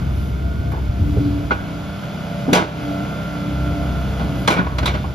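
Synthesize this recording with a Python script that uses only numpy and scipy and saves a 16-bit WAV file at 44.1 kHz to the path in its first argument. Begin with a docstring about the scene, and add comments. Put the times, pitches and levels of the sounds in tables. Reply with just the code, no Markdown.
"""A gravel yard, where a tracked excavator swings its boom, its four-cylinder diesel near 1950 rpm.
Periodic firing drones and clatters, louder as the engine bay comes into view; the piston pump whines
whenever a valve takes load. Impacts in slack steel joints rattle and excite the modes of the boom.
Parked machines scatter the engine's noise, and turbulent gusts rumble on a hand-held phone
whose limiter ducks after the loud blows."""
import sys
import numpy as np
from scipy import signal
from scipy.fft import rfft, irfft
from scipy.io import wavfile
from scipy.ndimage import uniform_filter1d, minimum_filter1d, map_coordinates

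SR = 44100
rng = np.random.default_rng(int(sys.argv[2]) if len(sys.argv) > 2 else 0)


def materialize(psi):
    """Save the field psi as 16-bit PCM at rate SR to the path in sys.argv[1].

    A 1-D psi becomes a single channel; in a 2-D psi each row is a channel.
    """
    bounded = np.clip(np.atleast_2d(psi).T, -1, 1)
    quanta = np.round(bounded * 32767).astype(np.int16)
    wavfile.write(sys.argv[1], SR, quanta)


N = 227070
T = np.arange(N) / SR
FREQ = np.maximum(np.arange(N // 2 + 1) * SR / N, 1)


def diesel(turns):
    """Superposition: the engine is a sum of shaft harmonics and broadband noise."""
    harmonics = exhaust(turns) + casing(turns) + gears(turns)
    noise = block(turns) + injectors(turns) + oil_hiss()
    return harmonics + hood(turns) + spread(noise)


# exhaust harmonics: (shaft order, relative level [dB])
EXHAUST_ORDERS = [(2, -4.5), (4, -11.5)]
# exhaust boom: (time [s], level [dB])
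EXHAUST_LEVEL = [(0, -24), (.65, -24.5), (1.35, -24.5), (1.6, -42.5), (3.45, -35.5), (3.58, -24),
                 (4.3, -26), (4.58, -33), (4.75, -19), (5.15, -27)]

def exhaust(turns):
    """Pulsating flow: two gas pulses a turn boom at the firing frequency and its octave."""
    return undb(curve(EXHAUST_LEVEL)) * tones(turns, EXHAUST_ORDERS, waver_db=1, smear=.35, rate=12)


# casing harmonics: (shaft order, relative level [dB])
CASING_ORDERS = [(3, -15), (4, -12), (5, -1.5), (6, -4.5), (8, -9), (14, -15.5), (18, -11.5)]

def casing(turns):
    """Forced vibration: the casing drones at multiples of the shaft speed."""
    drone = tones(turns, CASING_ORDERS, waver_db=2.6, smear=.5, rate=13)
    return exposed(-29.5, share=.63) * drone


# lines of the gear train and of the main timing gear: (shaft order, relative level [dB])
GEAR_ORDERS = [(44, -5), (45, -5), (46, -11), (54, -15), (63, -7), (81, -15), (90, -17), (99, -12),
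               (105, -11)]
TIMING_ORDER = [(42, 0)]
# note of the timing gear: (time [s], level [dB])
TIMING_LEVEL = [(0, -55), (.3, -55), (.52, -47), (.8, -56), (1.4, -56.5), (1.95, -48), (2.7, -53),
                (2.9, -38.5), (3.1, -42), (3.35, -38.5), (3.5, -42), (3.63, -36.5), (3.8, -43),
                (3.96, -38.5), (4.1, -54), (5.15, -49)]

def gears(turns):
    """Tooth meshing: the wheels whine at shaft harmonics, the timing gear on one clean note."""
    whine = tones(turns, GEAR_ORDERS, waver_db=2, smear=.29, rate=26)
    note = tones(turns, TIMING_ORDER, waver_db=.8, smear=.1, rate=10)
    return exposed(-45, share=1) * whine + undb(curve(TIMING_LEVEL)) * note


def firings(turns, repeat, decay_strokes, floor, scatter_db):
    """Cyclostationary noise: two bursts a turn, with a share of the chatter repeating every turn."""
    size = int(SR / 32.5)  # samples in a typical turn
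    one_turn = rng.standard_normal((2, size))
    periodic = np.array([map_coordinates(row, [turns % 1 * size], mode="grid-wrap") for row in one_turn])
    chatter = np.sqrt(repeat) * periodic + np.sqrt(1 - repeat) * rng.standard_normal((2, N))
    stroke = (2 * turns).astype(int)
    strength = undb(scatter_db * rng.standard_normal(stroke[-1] + 1))[stroke]
    return chatter * (floor + strength * np.exp(-(2 * turns % 1) / decay_strokes))


# block spectrum: (frequency [Hz], relative level [dB])
BLOCK_SPECTRUM = [(50, -9), (100, 10), (180, 15), (260, 3), (350, -0.5), (480, 0), (670, 2.5), (780, -0.5),
                  (1150, -7.5), (1450, -2), (1750, -15.5), (2600, -47)]

def block(turns):
    """Structure-borne sound: the block filters the firings into low thuds."""
    thuds = firings(turns, repeat=.25, decay_strokes=.3, floor=1.5, scatter_db=1.5)
    return exposed(-28.5, share=1) * colour(thuds, across(BLOCK_SPECTRUM))


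# injector spectrum: (frequency [Hz], relative level [dB])
INJECTOR_SPECTRUM = [(1000, -1), (1800, -3.5), (2100, 4), (2400, 2.5), (2800, 2), (3400, 1.5), (4000, -5),
                     (4900, -5.5), (5600, -10.5), (6300, -9.5), (7600, -12), (8200, -59), (11000, -70)]

def injectors(turns):
    """Impulsive excitation: injector ticks clatter through resonant sheet steel."""
    ticks = firings(turns, repeat=.3, decay_strokes=.25, floor=2.8, scatter_db=2)
    response_db = across(INJECTOR_SPECTRUM) + panels(FREQ, spacing_hz=24.64, depth_db=2.5)
    return exposed(-40, share=.43) * colour(ticks, response_db)


# oil hiss: (frequency [Hz], relative level [dB])
HISS_SPECTRUM = [(4000, 2), (7500, -6), (8400, -11), (9600, -1), (11000, 2), (12500, -2), (13900, -4),
                 (14900, -28)]
# squirts through a valve: (time [s], hold [s], level [dB])
OIL_SQUIRTS = [(.16, 0.12, -50.5), (4.39, 0.041, -48)]

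def oil_hiss():
    """Flow noise: oil hisses throughout and swells as it squirts through a valve."""
    flow = np.hypot(exposed(-51, share=.6), swells(OIL_SQUIRTS, attack_s=.027, release_s=.039))
    return flow * shaped_noise(HISS_SPECTRUM)


def hood(turns, resonance_hz=677, half_width_hz=14.7):
    """Resonance: a hood panel sings with the shaft harmonic nearest its natural frequency."""
    shaft_hz = np.gradient(turns) * SR
    panel = 0
    for order in range(19, 23):
        detuning = (order * shaft_hz - resonance_hz) / half_width_hz
        panel += tones(turns, [(order, 0)], waver_db=3.4, smear=.8, rate=14) / (1 + detuning ** 2)
    return exposed(-40, share=.67) * unit(panel)


# how openly the engine bay faces the phone: (time [s], level [dB])
BAY_EXPOSURE = [(0, -7), (.2, -10.5), (.5, -13.5), (1.0, -9.5), (1.75, -4), (2.4, -0.5), (2.85, 1.5),
                (3.4, -0.5), (4.45, 1.5), (5.15, -6)]

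def exposed(full_view_db, share):
    """Acoustic shielding: the gain of an engine part follows a share of the bay's exposure."""
    return undb(full_view_db + share * curve(BAY_EXPOSURE))


# piston harmonics: (shaft order, relative level [dB])
PISTON_ORDERS = [(9, 8), (18, -23)]
# valve loads on the pump: (time [s], hold [s], level [dB])
PUMP_LOADS = [(1.11, 0.049, -26), (1.22, 0.076, -21), (1.70, 0.064, -33.5), (2.87, 0.094, -26.5),
              (3.40, 0.12, -28), (3.64, 0.16, -28), (4.26, 0.25, -31)]
# oil rush: (frequency [Hz], relative level [dB])
RUSH_SPECTRUM = [(1500, -26), (2600, -1), (4800, -2), (7000, -26), (8000, -38)]

def pump(turns, idle_db=-45, rush_db=-29.5):
    """Pressure ripple: nine pistons pulse the oil; their whine and its rush swell under load."""
    load = np.hypot(undb(idle_db), swells(PUMP_LOADS, attack_s=.091, release_s=.13))
    flutter = undb(1.4 * walk(65))
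    whine = flutter * tones(turns, PISTON_ORDERS, waver_db=1.2, smear=.22, rate=24)
    rush = undb(rush_db) * spread(shaped_noise(RUSH_SPECTRUM))
    return load * (whine + rush)


# blows in the joints: (time [s], level [dB], tilt [dB/octave], lower edge [Hz], upper edge [Hz],
# rattle T60 [s], clank frequency [Hz], clank gain [dB])
JOINT_BLOWS = [(.716, -35.5, -3, 890, 15000, 0.07, 1680, 8), (.717, -51, 12, 7000, 15000, .05, 11500, 13),
               (0.732, -31, -4, 600, 2400, 0.32, 900, 4), (1.163, -19.5, -8, 300, 560, 0.11, 417, 9),
               (1.184, -29.5, -5, 250, 650, 0.07, 380, 0), (1.507, -16.5, -1, 680, 2200, 0.086, 1415, 10),
               (1.514, -25, 1, 520, 3400, 0.12, 2930, 2.5), (2.03, -36, 2, 700, 2160, .12, 1300, 2),
               (2.479, -16, -1.5, 200.1, 900, 0.22, 263, 17), (2.527, -11, -4, 252, 600, 0.1, 370, 7.5),
               (2.530, -8, 2.5, 300, 13000, 0.077, 2100, 2.5),
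               (2.545, -9.5, 2.5, 398, 11000, 0.23, 1510, 1), (2.554, -9.5, -0.5, 400, 7000, 0.29, 970, 7),
               (2.556, -14, 4, 35, 140, 0.084, 70.5, 20), (2.577, -14, -1, 400, 5000, 0.23, 620, 0.5),
               (2.591, -23, -6, 130, 300, 0.24, 176, 11), (2.606, -15, -4, 200, 4500, 0.2, 1490, 2),
               (4.194, -26.5, 1, 151, 3997, 0.29, 798, 7), (4.475, -14, 5, 547, 7550, 0.1, 2270, 2),
               (4.479, -9.5, -1, 716, 3000, 0.047, 1106, 7.5), (4.482, -17.5, -5.5, 250, 900, .18, 550, 1),
               (4.501, -11.5, 1, 327, 15000, 0.26, 2200, 6), (4.564, -16, 0.5, 150, 4000, 0.21, 2290, 3),
               (4.583, -15, 0, 300, 3500, 0.19, 1450, 6), (4.589, -14, -12, 140, 260, 0.13, 173, 1),
               (4.666, -23, -2, 650, 3000, 0.034, 980, 11), (4.783, -21, 2, 396, 10000, 0.054, 4330, 5),
               (4.826, -21.5, 1, 150, 4800, 0.15, 3000, 2), (4.856, -18.5, 4, 150, 12000, 0.12, 3740, 7),
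               (4.869, -20, 3.5, 120, 4397, 0.21, 2190, 6), (4.939, -24.5, 1.5, 150.2, 4470, 0.17, 1520, 3),
               (5.04, -30, -2.5, 504, 2480, 0.11, 1082, 9)]

def linkage():
    """Backlash: slack joints knock as the boom starts and stops."""
    out = np.zeros((2, 2 * N))
    for s, db, slope_db, low_hz, high_hz, t60, clank_hz, clank_db in JOINT_BLOWS:
        # a hard contact tips the spectrum upward; a light part has no bass, a cushioned one no top
        tilt = slope_db * np.log2(np.maximum(FREQ, 150) / 1000)
        edges = -10 * np.log10((1 + (low_hz / FREQ) ** 4) * (1 + (FREQ / high_hz) ** 4))
        clank = clank_db * np.exp(-(np.log2(FREQ / clank_hz) / .18) ** 2)  # the struck part's resonance
        blow = undb(db) * knock(tilt + edges + clank, t60)
        start = int(s * SR)
        out[:, start:start + blow.shape[1]] += blow
    return spread(out[:, :N])


# chatter of steel: (frequency [Hz], relative level [dB])
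STEEL_SPECTRUM = [(60, 2.5), (170, 10), (330, 10), (480, 1), (900, 1), (1250, -3.5), (1520, -1),
                  (1800, -10.5), (2300, -7), (3500, -10.5), (4700, -16.5), (7000, -21), (11000, -28.5),
                  (15000, -37)]
# modes of boom and linkage: (frequency [Hz], relative level [dB], free T60 [s])
BOOM_MODES = [(179, 14.5, 0.33), (286.8, 7, 0.48), (339, 1, .32), (498.7, 2.5, 0.34), (604.4, 2.5, .38),
              (703, -3, 0.5), (812, -1.5, .36), (970, -2.5, 0.56), (1107.5, -0.5, 0.32), (1287, -7.5, .3),
              (1478, 0, 0.31), (1960, -11, .35), (2092, -8.5, 0.23), (2223, -4, 0.14), (2430, -7, .2),
              (2875, -11, 0.17), (3396, -5, 0.14), (4030, -11, .18)]

def knock(contact_db, t60, ring_db=-15, grain_db=2, yard_db=-21.5, yard_t60=.9):
    """Damped vibration after impact: a pin chatters in its bush, the boom rings, the yard reverberates."""
    t = T[:N // 8]
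    hz = np.arange(len(t) // 2 + 1) * SR / len(t)
    grains = undb(grain_db * np.interp(t, t[::64], rng.standard_normal(len(t[::64]))))
    steel = undb(np.interp(hz, FREQ, across(STEEL_SPECTRUM)) + panels(hz, spacing_hz=60, depth_db=3))
    chatter = rfft(rng.standard_normal((2, len(t))) * grains) * steel
    treble = hz ** 2 / (hz ** 2 + 4500 ** 2)
    dull, bright = (irfft(chatter * share, len(t)) for share in (1 - treble, treble))
    fade = undb(-60 * t / t60)
    yard = undb(yard_db - 60 * t / yard_t60)
    rattle = dull * np.hypot(fade, yard) + bright * fade ** 1.4  # the treble dies first
    rattle /= np.std(dull + bright)
    ring = 0
    for mode_hz, db, mode_t60 in BOOM_MODES:
        struck_db = db + 2 * rng.standard_normal()  # each blow lands on another spot
        phase = 2 * np.pi * (mode_hz * t + rng.random((2, 1)))
        ring += undb(struck_db - 60 * t / mode_t60) * np.sin(phase)
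    ring *= undb(ring_db) * fade ** .49  # the joint damps the modes as it seats
    blow = irfft(rfft(rattle + ring) * undb(np.interp(hz, FREQ, contact_db)), len(t))
    onset = 1 - np.exp(-t / .0035)
    taper = np.minimum(1, 2 * (1 - t / t[-1])) ** 2
    blow *= onset * taper
    return blow / np.std(blow[:, t < .02])


# wind rumble: (frequency [Hz], relative level [dB])
WIND_SPECTRUM = [(15, -18), (30, -31), (45, -4), (65, 1.5), (100, 1), (140, -4), (220, -9.5), (400, -18),
                 (1000, -54)]
# gusts: (time [s], hold [s], level [dB])
WIND_GUSTS = [(0, 0.82, -23.5), (1.02, 0.27, -20.5), (2.5, 0.054, -33), (3.62, 1, -26), (4.7, 0.18, -23)]
# single thumps: (time [s], peak level [dB], frequency [Hz], half length [s])
WIND_THUMPS = [(0.898, -7.5, 74.6, 0.008), (1.020, -5, 84.5, 0.011), (1.191, -10, 100, 0.012)]

def wind(breeze_db=-40):
    """Turbulent pressure: eddies rumble and thump on the microphone."""
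    strength = np.hypot(undb(breeze_db), swells(WIND_GUSTS, attack_s=.12, release_s=.34))
    pressure = strength * spread(shaped_noise(WIND_SPECTRUM))
    for s, db, hz, half_s in WIND_THUMPS:
        pressure -= undb(db) * np.exp(-((T - s) / half_s) ** 2) * np.cos(2 * np.pi * hz * (T - s))
    return pressure


# scattered engine noise: (frequency [Hz], relative level [dB])
SCATTER_SPECTRUM = [(200, -13), (450, 6), (660, 11), (800, -0.5), (1150, 3.5), (1450, 6.5), (1750, -5.5),
                    (3000, -61)]

def parked_machines(level_db=-43):
    """Diffuse scattering: parked machines return a wash of noise, uncorrelated at the two ports."""
    return undb(level_db + 1.7 * walk(6)) * shaped_noise(SCATTER_SPECTRUM)


def undb(db):
    """Decibels to amplitude ratio."""
    return 10 ** (np.asarray(db) / 20)


def unit(x):
    """Normalisation to rms 1."""
    return x / np.sqrt(np.mean(x ** 2))


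def curve(table):
    """Linear interpolation over time."""
    return np.interp(T, *np.transpose(table))


def across(table):
    """Interpolation over log frequency."""
    hz, value = np.transpose(table)
    return np.interp(np.log(FREQ), np.log(hz), value)


def colour(x, db):
    """Spectral weighting, scaled to rms 1."""
    return unit(irfft(rfft(x) * undb(db), N))


def shaped_noise(spectrum):
    """Filtered white noise in two independent channels."""
    return colour(rng.standard_normal((2, N)), across(spectrum))


def walk(rate):
    """Smoothed random steps, `rate` a second, with a deviation near 1."""
    k = int(SR / rate)
    steps = np.repeat(rng.standard_normal(N // k + 1), k)
    return 1.47 * uniform_filter1d(uniform_filter1d(steps, k), k)[:N]


def tones(turns, orders, waver_db, smear, rate):
    """Random modulation: shaft harmonics waver in level and, by `smear` radians, in phase."""
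    total = 0
    for order, db in orders:
        gain = undb(db + waver_db * walk(rate))
        total += gain * np.sin(2 * np.pi * (order * turns + rng.random()) + smear * walk(rate))
    return unit(total)


def swells(events, attack_s, release_s):
    """Exponential rise and decay around each hold; the strongest event sets the gain."""
    gain = 0
    for s, hold_s, db in events:
        before, after = np.maximum(s - T, 0), np.maximum(T - s - hold_s, 0)
        gain = np.maximum(gain, undb(db) * np.exp(-before / attack_s - after / release_s))
    return gain


def panels(hz, spacing_hz, depth_db):
    """Modal overlap: crowded resonances of sheet steel form a random ripple in dB."""
    knots = np.arange(0, SR / 2, spacing_hz)
    return depth_db * np.interp(hz, knots, rng.standard_normal(2048)[:len(knots)])


# likeness of left and right: (frequency [Hz], correlation [0-1])
CHANNEL_CORRELATION = [(60, .92), (150, .88), (350, .88), (700, .8), (1200, .5), (2200, .7), (3200, .6),
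                       (6500, .7), (8200, .92), (10000, .75), (12000, .9)]

def spread(pair):
    """Partial coherence: two independent signals mix into a correlated left and right."""
    likeness = across(CHANNEL_CORRELATION)
    mid, side = rfft(pair) * np.sqrt([(1 + likeness) / 2, (1 - likeness) / 2])
    return irfft([mid + side, mid - side], N)


def off_axis(x, offset, edge_hz):
    """Phase difference: sound from one side leads at one port, most near 1 kHz owing to the phone's body."""
    band = 1 / (1 + (edge_hz / FREQ) ** 6) / (1 + (FREQ / 1700) ** 16)
    lead = offset * irfft(1j * band * rfft(x.mean(axis=0)), N)
    return x + np.array([lead, -lead])


# crankshaft speed: (time [s], rotation frequency [Hz])
SHAFT_SPEED = [(0.0, 32.97), (0.3, 33.09), (0.45, 33.84), (0.68, 34.2), (1.0, 32.59), (1.26, 32.08),
               (2.0, 32.65), (2.39, 32.43), (2.65, 32.84), (2.92, 32.34), (3.2, 33.07), (3.42, 32.5),
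               (3.66, 32.65), (4.13, 32.5), (4.37, 31.83), (4.57, 32.91), (4.77, 31.94), (4.88, 32.17),
               (5.0, 33.93), (5.15, 33.33)]
# engine direction as the phone pans: (time [s], offset [positive left])
ENGINE_DIRECTION = [(0, -1.3), (.7, -1.56), (1.3, -0.84), (1.9, -0.24), (2.6, 0.42), (5.15, -0.17)]

def scene():
    """Phase locking: one crankshaft drives engine and pump; scatter, knocks and wind add to them."""
    turns = np.cumsum(curve(SHAFT_SPEED)) / SR
    machine = off_axis(diesel(turns) + pump(turns), curve(ENGINE_DIRECTION), edge_hz=410)
    return machine + parked_machines() + off_axis(linkage(), offset=1.4, edge_hz=1120) + wind()


def limiter(x, ceiling_db, hold_s, release_s):
    """Peak limiting: the gain drops for peaks over the ceiling, holds, then recovers."""
    peak = np.abs(x).max(axis=0) + 1e-9
    needed = minimum_filter1d(np.minimum(1, undb(ceiling_db) / peak), size=64)
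    half = int(hold_s * SR / 2)
    held = minimum_filter1d(needed, 2 * half + 1, origin=half)
    pole = np.exp(-1 / (release_s * SR))
    recovering = 1 - signal.lfilter([1 - pole], [1, -pole], 1 - held)
    return x * uniform_filter1d(np.minimum(held, recovering), size=64)


# phase between the ports: (frequency [Hz], left lead [rad])
PORT_LEAD = [(100, 0), (200, -.3), (295, -.42), (400, -.05), (550, -.1), (950, .65), (1400, .3), (2000, .5),
             (2800, .9), (3800, .3), (4900, .3), (5800, -.9), (7000, -1.7), (7800, -3), (9000, -3.4),
             (11300, -6.1), (12900, -6.4), (14700, -9.3)]
# balance of the ports: (frequency [Hz], left minus right [dB])
PORT_LEVEL = [(60, .3), (370, .6), (690, -4), (1000, -2), (1450, -2.5), (2000, 1), (3000, 1), (4300, -.3),
              (12000, -.5)]

def record(dry, overload_db=8, cutoff_hz=15300):
    """Transduction: two unequal ports saturate softly; a limiter and a low-pass filter follow."""
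    lean = undb(across(PORT_LEVEL) / 2) * np.exp(.5j * across(PORT_LEAD))
    ports = irfft(rfft(dry) * np.array([lean, 1 / lean]), N)
    rounded = undb(overload_db) * np.tanh(ports / undb(overload_db))
    limited = limiter(rounded, ceiling_db=-1, hold_s=.16, release_s=.07)
    return signal.sosfilt(signal.ellip(8, .2, 70, cutoff_hz, fs=SR, output="sos"), limited)


dry = scene()
out = record(dry)
materialize(out)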